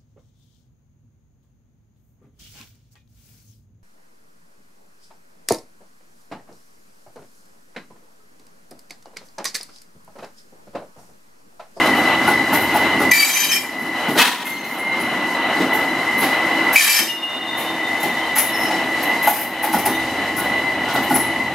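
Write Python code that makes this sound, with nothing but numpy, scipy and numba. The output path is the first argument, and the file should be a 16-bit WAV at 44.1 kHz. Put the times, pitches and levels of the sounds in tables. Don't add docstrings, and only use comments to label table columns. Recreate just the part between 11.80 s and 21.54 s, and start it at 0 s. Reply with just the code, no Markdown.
import sys
import numpy as np
from scipy import signal
from scipy.fft import rfft, irfft, next_fast_len
from scipy.io import wavfile
from scipy.ndimage import uniform_filter1d
from numba import njit

SR = 44100
rng = np.random.default_rng(int(sys.argv[2]) if len(sys.argv) > 2 else 0)


def transcribe(signal):
    frames = np.atleast_2d(signal).T
    limited = np.clip(frames, -1, 1)
    pcm = np.round(limited * 32767).astype(np.int16)
    wavfile.write(sys.argv[1], SR, pcm)


N = 429534
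T = np.arange(N) / SR
TOP_HZ = 15600


def undb(db):
    return 10 ** (np.asarray(db) / 20)


def unit(x):
    return x / np.sqrt(np.mean(np.abs(x) ** 2))


def curves(table, t):
    s, *columns = np.transpose(table)
    return [np.interp(t, s, c) for c in columns]


def envelope(t, rise, hold, t60):
    fall_s = np.maximum(t - rise - hold, 0)
    return np.clip(t / rise, 0, 1) * undb(-60 * fall_s / t60)


def db_at(points, hz):
    f, db = np.transpose(points)
    return np.interp(np.log(np.maximum(hz, 1)), np.log(f), db)


def shape(x, gain):
    size = next_fast_len(len(x), True)
    spectrum = rfft(x, size) * gain(np.fft.rfftfreq(size, 1 / SR))
    return irfft(spectrum, size)[:len(x)]


def noise(points, size):
    return unit(shape(rng.standard_normal(size), lambda f: undb(db_at(points, f))))


def bell(f, hz, width):
    return 1 / (1 + (2 * (f - hz) / width) ** 2)


def lift(resonances, f):
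    return undb(sum(db * bell(f, hz, width) for hz, width, db in resonances))


def walk(rate, size):
    step = max(int(SR / rate), 2)
    own = np.random.default_rng(rng.integers(2 ** 31))
    held = np.repeat(own.standard_normal(size // step + 3), step)
    smooth = uniform_filter1d(uniform_filter1d(held, step), step)
    return 1.35 * smooth[step:step + size]


def tone(hz, steady, flutter_rate):
    phase = 2 * np.pi * (np.cumsum(hz) / SR + rng.random())
    direct = (steady + walk(flutter_rate, len(hz))) * np.sin(phase)
    scattered = walk(flutter_rate, len(hz)) * np.cos(phase)
    return unit(direct + scattered)


def add(track, start, x):
    i = max(int(start * SR), 0)
    track[i:i + len(x)] += x[:N - i]


# (start [s], length [s], level trim [dB], grinding trim [dB],
# contact at start, contact at end [0 flange root - 1 flange tip], pitch unsteadiness [share])
SCREECH_EVENTS = [(1.311, 0.34, -6, -6.5, 0, 0.7, .008), (1.655, 0.055, -13.5, -6, 0.7, .8, .003),
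                  (1.712, 0.05, -8, -7, 0.9, .7, .003), (4.9575, 0.24, 0, -6, 0.3, 1, .01)]
# (frequency [Hz], drive from the flange root [dB], drive from the flange tip [dB])
WHEEL_MODES = [(1650, -9, -1), (1790, -3, 0), (1920, 0, -6), (2070, 1, -2), (2280, 8, 0), (2350, 5, 3),
               (2440, -1, 2), (2630, -2, -1), (2890, -12, 0), (3070, -9, 3), (3180, -5, -1), (3880, -2, -3),
               (4600, 3, -2), (4880, -7, -3), (5300, -5, 2), (5850, -7, -14), (6170, -4, 0), (6960, 0, -4),
               (7740, -6, -2), (8560, -11, -7), (9360, 0, -5), (10080, -5, -5), (10750, -2, -2),
               (11050, -6, -3), (11480, -1, -2), (11650, 1, -1), (12250, -7, 0), (12480, -2, -3),
               (13130, -2, -4), (13850, -5, -6)]
# (frequency [Hz], relative level per Hz [dB])
GRIND_COLOUR = [(100, -37), (300, -5), (1000, 16), (1400, 12), (1800, 1), (2400, 6), (2800, 7), (4000, 13),
                (5000, 9), (8300, 9), (11500, 4.5), (13500, 5.5), (15500, 2)]
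SCREECH_ATTACK_S, SQUEAL_T60_S, GRIND_T60_S = .006, 0.03, 0.093
BITE_DB, BITE_S = 2, .002


def screeches(grind_db=-3.5, squeal_db=-5.0, rasp_db=1.6):
    out = np.zeros(N)
    t = np.arange(2 * SR // 3) / SR
    twin_db, twin_spread = -5, .014
    swap_db = 4.5
    ring_gain, ring_width_hz = 1.2, 130

    def grind_rings(f):
        return 1 + ring_gain * sum(bell(f, mode[0], ring_width_hz) for mode in WHEEL_MODES)

    for start, length, db, grinding_db, first, last, unsteady in SCREECH_EVENTS:
        contact = np.clip(np.interp(t, [0, length], [first, last]), 0, 1)
        pull = 1 + unsteady * walk(55, len(t))
        squeal = 0
        for hz, root, tip in WHEEL_MODES:
            twin_hz = hz * (1 + twin_spread * walk(18, len(t)))
            contact_db = root + (tip - root) * contact
            for mode_hz, wheel_db in [(hz, 0), (twin_hz, twin_db)]:
                drive_db = wheel_db + contact_db + swap_db * walk(40, len(t))
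                squeal = squeal + undb(drive_db) * tone(mode_hz * pull, steady=1.0, flutter_rate=170)
        bite_db = BITE_DB * np.exp(-t / BITE_S)
        squeal = unit(squeal) * undb(squeal_db + bite_db)
        squeal *= envelope(t, SCREECH_ATTACK_S, length, SQUEAL_T60_S)
        grind = unit(shape(noise(GRIND_COLOUR, len(t)), grind_rings))
        grind *= undb(grind_db + grinding_db) * envelope(t, SCREECH_ATTACK_S, length, GRIND_T60_S)
        rasp = rasp_db * walk(228.0, len(t))
        add(out, start, (squeal + grind) * undb(db + rasp))
    return out


# (start [s], rise [s], hold [s], settled pitch [Hz], level trim [dB], t60 [s],
# flutter rate [Hz], pitch offset at the start [Hz])
SINGING_MODES = [ (1.311, .006, .02, 1975, -6.5, .12, 120, 0), (1.310, .003, .008, 6240, -20, .06, 200, 0),
                 (1.312, .012, .11, 2295, -9.5, .15, 150, 50), (1.35, .045, .04, 4620, -10, .1, 130, 70),
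                 (1.45, .01, .03, 7020, -15.5, .15, 140, 0), (1.51, .04, .07, 6180, -16, .2, 180, 0),
                 (1.555, .01, .07, 2440, -13.5, .15, 120, -70), (1.57, .02, .17, 3080, -19, .15, 130, 60),
                 (1.685, .01, .035, 6190, -17, .13, 120, 40), (1.712, .008, .04, 2360, -12.5, .24, 90, 110),
                 (1.712, .01, .04, 5445, -18.5, .15, 110, 0), (2.644, .019, .06, 2106, -18.5, 1.1, 30, 0),
                 (2.67, .03, .13, 4210, -40, .4, 220, 200), (2.65, .02, .16, 6300, -41.5, .3, 260, 120),
                 (2.8, .05, .02, 2106, -19.5, .7, 28, 0), (2.97, .1, .04, 2106, -20.5, .7, 30, 0),
                 (4.958, .001, .038, 2305, -1, .08, 323, 0), (4.958, .001, .038, 2490, -4, .08, 350, 0),
                 (5.075, .02, .035, 2315, -8.5, .14, 160, 90), (5.075, .01, .02, 2630, -10, .1, 160, 0),
                 (5.13, .03, .04, 5260, -15.5, .42, 180, 0), (5.16, .03, .03, 6125, -19.5, .36, 180, 0),
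                 (5.25, .05, .04, 2850, -17.5, .35, 55, 0), (5.41, .025, .03, 2848, -16, .8, 60, 0),
                 (5.204, .05, .38, 3628, -27.5, 1.7, 55, 0), (5.8, .15, .75, 3635, -43, .6, 70, 0),
                 (6.405, .03, .02, 3085, -31, .22, 90, 50), (6.718, 0.035, 0.12, 5350, -35, .46, 183, 38),
                 (6.73, 0.044, 0.11, 6170, -48, .5, 200, 4), (6.73, .04, 0.09, 10680, -45, .5, 400, 0),
                 (8.067, .026, .14, 3670, -42.5, .5, 70.4, 7), (8.07, .02, 0.067, 6100, -45, 0.54, 159, 2),
                 (9.34, 0.0071, .01, 10200, -21.5, 0.39, 1026, 7)]
OVERTONE_DB = -35
PAIR_BEAT_HZ, PAIR_DEPTH = 16, .33
SETTLE_S = .06


def singing(steady=2.4):
    out = np.zeros(N)
    for start, rise, hold, hz, db, t60, flutter, offset_hz in SINGING_MODES:
        t = np.arange(int((rise + hold + t60) * SR)) / SR
        pitch = hz + offset_hz * np.exp(-t / SETTLE_S)
        overtones = sum(tone(k * pitch, steady, k * flutter) for k in (2, 3) if k * hz < TOP_HZ)
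        ring = tone(pitch, steady, flutter) + undb(OVERTONE_DB) * overtones
        beat = 1 + PAIR_DEPTH * np.cos(2 * np.pi * PAIR_BEAT_HZ * (t - rise))
        add(out, start, ring * beat * undb(db) * envelope(t, rise, hold, t60))
    return out


# (start [s], level trim [dB], length [s], centre of the treble lift [Hz])
SCUFF_EVENTS = [(0.045, -34, 0.026, 11200), (0.148, -37, 0.045, 11600), (0.467, -30, 0.042, 10900),
                (0.721, -25, 0.046, 11700), (0.801, -33, 0.045, 11600), (0.936, -29.5, 0.038, 11200),
                (1.19, -34, 0.035, 11400), (1.985, -38, 0.045, 11500), (2.278, -37, 0.11, 11430),
                (2.643, -25, 0.062, 11700), (2.837, -35.5, 0.11, 12100), (2.97, -34, 0.034, 10600),
                (3.193, -34, 0.029, 10800), (3.926, -31, 0.038, 12000), (4.373, -28.5, 0.075, 12300),
                (4.923, -20, 0.047, 12900), (5.77, -29.5, 0.044, 12000), (6.196, -32, 0.015, 13200),
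                (6.223, -24.5, 0.013, 12100), (6.551, -19, 0.022, 11900), (6.576, -11, 0.0098, 10300),
                (6.59, -13, 0.0066, 11300), (6.737, -36.5, 0.12, 11500), (7.222, -25.5, 0.013, 11700),
                (7.421, -26, 0.037, 12200), (7.468, -14.5, 0.041, 11700), (7.524, -22.5, 0.11, 12600),
                (7.822, -21.5, 0.03, 11700), (7.92, -22.5, 0.032, 12000), (7.977, -24.5, 0.022, 11700),
                (8.051, -13, 0.0087, 10000), (8.56, -28, 0.043, 11600), (9.128, -32, 0.022, 12400),
                (9.217, -35, 0.03, 12000), (9.289, -30.5, 0.054, 10600), (9.341, -23, 0.029, 10700)]
# (frequency [Hz], relative level per Hz [dB])
SCUFF_COLOUR = [(200, -31), (1500, 7), (2400, 8.5), (4000, -5), (6500, -4), (8500, -8), (9700, -4.5),
                (10600, 4.5), (12500, -0.5), (14000, 1.5), (15500, -2)]
SCUFF_RING = 2.5


def scuffs(rise=0.012, t60=0.1, grit_db=0.5, ring_width=70, focus_db=7, focus_width=2200):
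    out = np.zeros(N)
    t = np.arange(SR // 2) / SR
    for start, db, length, brightest in SCUFF_EVENTS:
        modes_hz = rng.uniform(5000, 15000, size=14)

        def rings(f):
            return 1 + SCUFF_RING * sum(bell(f, hz, ring_width) for hz in modes_hz)

        spray = shape(noise(SCUFF_COLOUR, len(t)), rings)
        spray = unit(shape(spray, lambda f: lift([(brightest, focus_width, focus_db)], f)))
        grit = grit_db * walk(250, len(t))
        add(out, start, spray * envelope(t, rise, length - rise, t60) * undb(db + grit))
    return out


# (start [s], clank trim [dB], rattle trim [dB], body thud trim [dB],
# tilt of the clank's modes [dB per octave])
JOINT_EVENTS = [(0.051, -21, -20, -18, 9), (.181, -21, -36, -20, -2), (0.477, -13.5, -16.5, -16.5, 8),
                (.726, -18.5, -18.5, -27, 5), (.948, -12.5, -19.5, -24, -5), (1.2, -19, -19.5, -18.5, 12),
                (2.28, -26, -24, -19, 8), (2.353, -27, -15, -22, 15), (3.795, -32, -25.5, -16, 0),
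                (3.942, -21, -25, -22, 3), (4.41, -29, -16, -20, -10), (5.19, -15, -20, -16, 12),
                (6.232, -22.5, -23, -23.5, -6), (6.563, -22, -23, -31, 7), (6.9, -20, -23.5, -31, -10),
                (7.473, -4.5, -17.5, -20, -6), (7.836, -16.5, -21, -49.5, -7),
                (7.935, -10.5, -21.5, -19, -4), (8.058, -17.5, -18.5, -19.5, -12),
                (8.58, -25, -34, -34, 21), (8.632, -24.5, -38, -41, 1), (9.078, -23, -22, -40, 22),
                (9.15, -18, -21.5, -24, 12), (9.305, -14, -24, -19, -1), (9.355, -19, -23.5, -27, 4)]
# (frequency [Hz], width [Hz], relative level [dB])
CLANK_MODES = [(687, 60, -8), (790, 56, -7), (848, 45, 2), (950, 41, -9), (1130, 40, -15), (1320, 39, -16),
               (1458, 25, -7.5)]
# (frequency [Hz], relative level per Hz [dB])
RATTLE_COLOUR = [(300, -23), (600, 13), (1500, 4.5), (2400, 0), (4000, -3), (6500, -12), (9000, -15),
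                 (15000, -20)]
# (frequency [Hz], relative level per Hz [dB])
THUD_COLOUR = [(20, -50), (45, -37), (90, -17), (170, -3.5), (260, 4), (380, 0.5), (600, -9), (2000, -42)]
CLANK_RISE_S, CLANK_HOLD_S, CLANK_T60_S = .003, .009, .09


def joints(thud_rise=0.011, thud_t60=0.36, vary_db=0.5, rattle_rise=0.017, rattle_t60=0.3, grain_db=3.0):
    out = np.zeros(N)
    t = np.arange(SR // 2) / SR
    for start, clank_db, rattle_db, thud_db, tilt in JOINT_EVENTS:
        steel = 0
        for hz, width, db in CLANK_MODES:
            drive = undb(db + tilt * np.log2(hz) + vary_db * rng.standard_normal())
            steel = steel + drive * tone(np.full(len(t), hz), steady=3, flutter_rate=2 * width)
        clank = unit(steel) * envelope(t, CLANK_RISE_S, CLANK_HOLD_S, CLANK_T60_S)
        grain = undb(grain_db * walk(276, len(t)))
        rattle = noise(RATTLE_COLOUR, len(t)) * grain * envelope(t, rattle_rise, -rattle_rise, rattle_t60)
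        thud = noise(THUD_COLOUR, len(t)) * envelope(t, thud_rise, -thud_rise, thud_t60)
        add(out, start, clank * undb(clank_db) + rattle * undb(rattle_db) + thud * undb(thud_db))
    return out


# (frequency [Hz], relative level per Hz [dB])
AIR_COLOUR = [(88, -54), (150, -30), (175, -11), (290, -4), (339, -17), (471, -5.5), (595, -15), (827, -4),
              (1400, -3.5), (1800, -4.5), (3800, -6.5), (5000, -14), (7500, -18.5), (11100, -18),
              (15500, -23)]
# (frequency [Hz], width [Hz], lift [dB])
VENT_RESONANCES = [(967, 37, 13.5), (1860, 70, 10), (2580, 13, 15), (3180, 430, 2)]
AIR_START_S, AIR_RISE_S, AIR_HOLD_S, AIR_T60_S, AIR_DB = 2.368, 0.03, 0.075, 0.33, -6
LEAK_DB, LEAK_HOLD_S, LEAK_T60_S = -20, 0.22, 1


def air(sputter_db=1.8, sputter_rate=190, darken=0.11):
    t = T - AIR_START_S
    burst = undb(AIR_DB) * envelope(t, AIR_RISE_S, AIR_HOLD_S, AIR_T60_S)
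    leak = undb(LEAK_DB) * envelope(t, AIR_RISE_S, LEAK_HOLD_S, LEAK_T60_S)
    flow = burst + leak
    jet = unit(shape(noise(AIR_COLOUR, N), lambda f: lift(VENT_RESONANCES, f)))
    treble = shape(jet, lambda f: f ** 2 / (f ** 2 + 4000 ** 2))
    jet = jet - treble * (1 - (flow / flow.max()) ** darken)
    return jet * flow * undb(sputter_db * walk(sputter_rate, N))


# (frequency before the pitch curve [Hz], relative level [dB])
BLOWER_LINES = [(1742, -17), (1896, -16.5), (1946, -4.5), (1996, 0), (2046, -1.5), (2096, -11), (2146, -22),
                (2197, -18.5), (3992, -21.5)]
# (time [s], relative pitch [ratio])
BLOWER_PITCH = [(0, 1.0025), (4.4, 1.0003), (6.3, .9977), (9.74, .9968)]
# (time [s], relative level [dB])
WHINE_LEVELS = [(0, 0), (1.25, 1), (2.1, -.5), (3.3, -2), (4.1, 2), (4.9, 1), (5.5, -2.5), (5.9, -2),
                (6.1, 1), (7.3, .5), (7.55, -2), (7.9, 1), (8.25, -1.5), (8.8, 1.5), (9.74, 1.5)]


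def blower(fade_db=0.5, fade_rate=12):
    pitch = curves(BLOWER_PITCH, T)[0] + .0009 * walk(5, N) + .0011 * walk(45, N)
    lines = 0
    for hz, db in BLOWER_LINES:
        line_gain = undb(db + 1.3 * walk(14, N))
        lines = lines + line_gain * tone(hz * pitch, steady=1.7, flutter_rate=45)
    turbulence_db = .8 * walk(160, N)
    whine = unit(lines * undb(turbulence_db))
    roar_db = curves(PASSING_LEVELS, T)[0]
    whine_db = curves(WHINE_LEVELS, T)[0]
    return whine * undb(roar_db + whine_db + fade_db * walk(fade_rate, N))


# (time [s], wheel-on-rail roar [dB], body rumble [dB], deep shudder [dB])
PASSING_LEVELS = [(0, -19.5, -25.5, -40.5), (1.25, -22.5, -25.5, -40.5), (2.1, -26.5, -30.5, -51),
                  (3.3, -24, -28, -54), (4.1, -24, -31.5, -49), (4.8, -22, -28, -49),
                  (6.2, -26, -34, -50.5), (7.6, -22.5, -30.5, -47.5), (8.1, -24.5, -31, -41.5),
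                  (9.74, -27, -30.5, -42.5)]
# (time [s], relative level [dB])
ROAR_MIDS = [(0, 0.5), (2, -1), (3.3, -0.5), (4.7, 0), (6, -2.5), (9.74, -4.5)]
# (frequency [Hz], relative level per Hz [dB])
ROLL_COLOUR = [(40, -31), (100, -21.5), (170, -8), (270, -2), (370, -4), (470, -9.5), (750, -3), (1100, -7),
               (1600, -9.5), (2400, -16), (3000, -21), (3500, -21.5), (5000, -28.5), (8500, -35.5),
               (12000, -33.5), (15500, -48)]
# (frequency [Hz], relative level per Hz [dB])
SHUDDER_COLOUR = [(25, -28), (48, 4), (62, -3), (78, 9.5), (105, 4.5), (135, 12), (200, -47)]
# (frequency [Hz], width [Hz], lift [dB])
BODY_RESONANCES = [(252.5, 67, 4), (320, 74, 2), (817, 17, 3.5), (2750, 190, 5.5), (2972, 145, 14.5),
                   (3988, 123, 12)]
# (frequency [Hz], level relative to the roar [dB])
HUM_LINES = [(325, -12.5), (925, -15), (1023, -17.5), (1072, -16)]
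HISS_DB = -17


def rolling(flicker_db=1.35, flicker_rate=22):
    def band(lo, hi):
        def gain(f):
            return undb(db_at(ROLL_COLOUR, f)) * lift(BODY_RESONANCES, f) * (f >= lo) * (f < hi)
        return unit(shape(rng.standard_normal(N), gain))

    roar_db, rumble_db, shudder_db = curves(PASSING_LEVELS, T)
    rumble, roar, hiss = band(20, 450), band(450, 4300), band(4300, 16000)
    mids = shape(roar, lambda f: (f > 980) * (f < 1700))
    roar = roar + mids * (undb(curves(ROAR_MIDS, T)[0]) - 1)
    out = noise(SHUDDER_COLOUR, N) * undb(shudder_db)
    for layer, db in [(rumble, rumble_db), (roar, roar_db), (hiss, roar_db + HISS_DB)]:
        out += layer * undb(db + flicker_db * walk(flicker_rate, N))
    hum = sum(undb(db) * tone(np.full(N, hz), steady=0.85, flutter_rate=14) for hz, db in HUM_LINES)
    return out + hum * undb(roar_db)


def scatter(x, t60, gap):
    t = np.arange(SR // 2) / SR
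    tail = rng.standard_normal(len(t)) * undb(-60 * t / t60) * (t >= gap)
    return signal.fftconvolve(x, tail / np.linalg.norm(tail))[:N]


# (frequency [Hz], side minus mid [dB])
STEREO_WIDTH = [(100, -52), (720, -50), (1000, -31), (1400, -21), (2000, -16.5), (3000, -9), (4000, -2.5),
                (8000, -4.5), (15000, -5)]
# (frequency [Hz], left minus right [dB])
STEREO_LEAN = [(850, 0), (2000, 1.1), (4000, 1.9), (9000, 2.8)]


def scene(echo_db=-5.5):
    wheels = screeches() + scuffs() + joints()
    echo = undb(echo_db) * scatter(wheels, t60=0.37, gap=0.02)
    mid = wheels + echo + singing() + air() + blower() + rolling()
    turn = 2 * walk(30, N)
    diffuse = np.cos(turn) * scatter(mid, t60=.07, gap=.002)
    diffuse += np.sin(turn) * scatter(mid, t60=.07, gap=.002)
    side = shape(diffuse, lambda f: undb(db_at(STEREO_WIDTH, f)))
    left = shape(mid + side, lambda f: undb(db_at(STEREO_LEAN, f) / 2))
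    right = shape(mid - side, lambda f: undb(-db_at(STEREO_LEAN, f) / 2))
    return np.array([left, right])


@njit
def duck(excess, attack, hold, release):
    out, cut, wait = np.empty(len(excess)), 0., 0.
    for i in range(len(excess)):
        if excess[i] > cut:
            cut += (excess[i] - cut) * attack
            wait = hold
        elif wait > 0:
            wait -= 1
        else:
            cut = max(cut - release, 0.)
        out[i] = cut
    return out


LOW_CUT_HZ = 54


def record(dry, limit_db=-11.0, attack_s=0.0044, hold_s=0.18, recover_db_per_s=17.5):
    power = uniform_filter1d(np.mean(dry ** 2, axis=0), size=256)
    excess = 10 * np.log10(np.maximum(power, 1e-12)) - limit_db
    cut = duck(excess, 1 / (attack_s * SR), float(hold_s * SR), recover_db_per_s / SR)
    bass_cut = signal.butter(2, LOW_CUT_HZ, "high", fs=SR, output="sos")
    held = signal.sosfilt(bass_cut, dry * undb(-cut))
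    treble_cut = signal.ellip(8, .2, 70, TOP_HZ, fs=SR, output="sos")
    return signal.sosfilt(treble_cut, np.clip(held, -1, 1))


dry = scene()
out = record(dry)
transcribe(out)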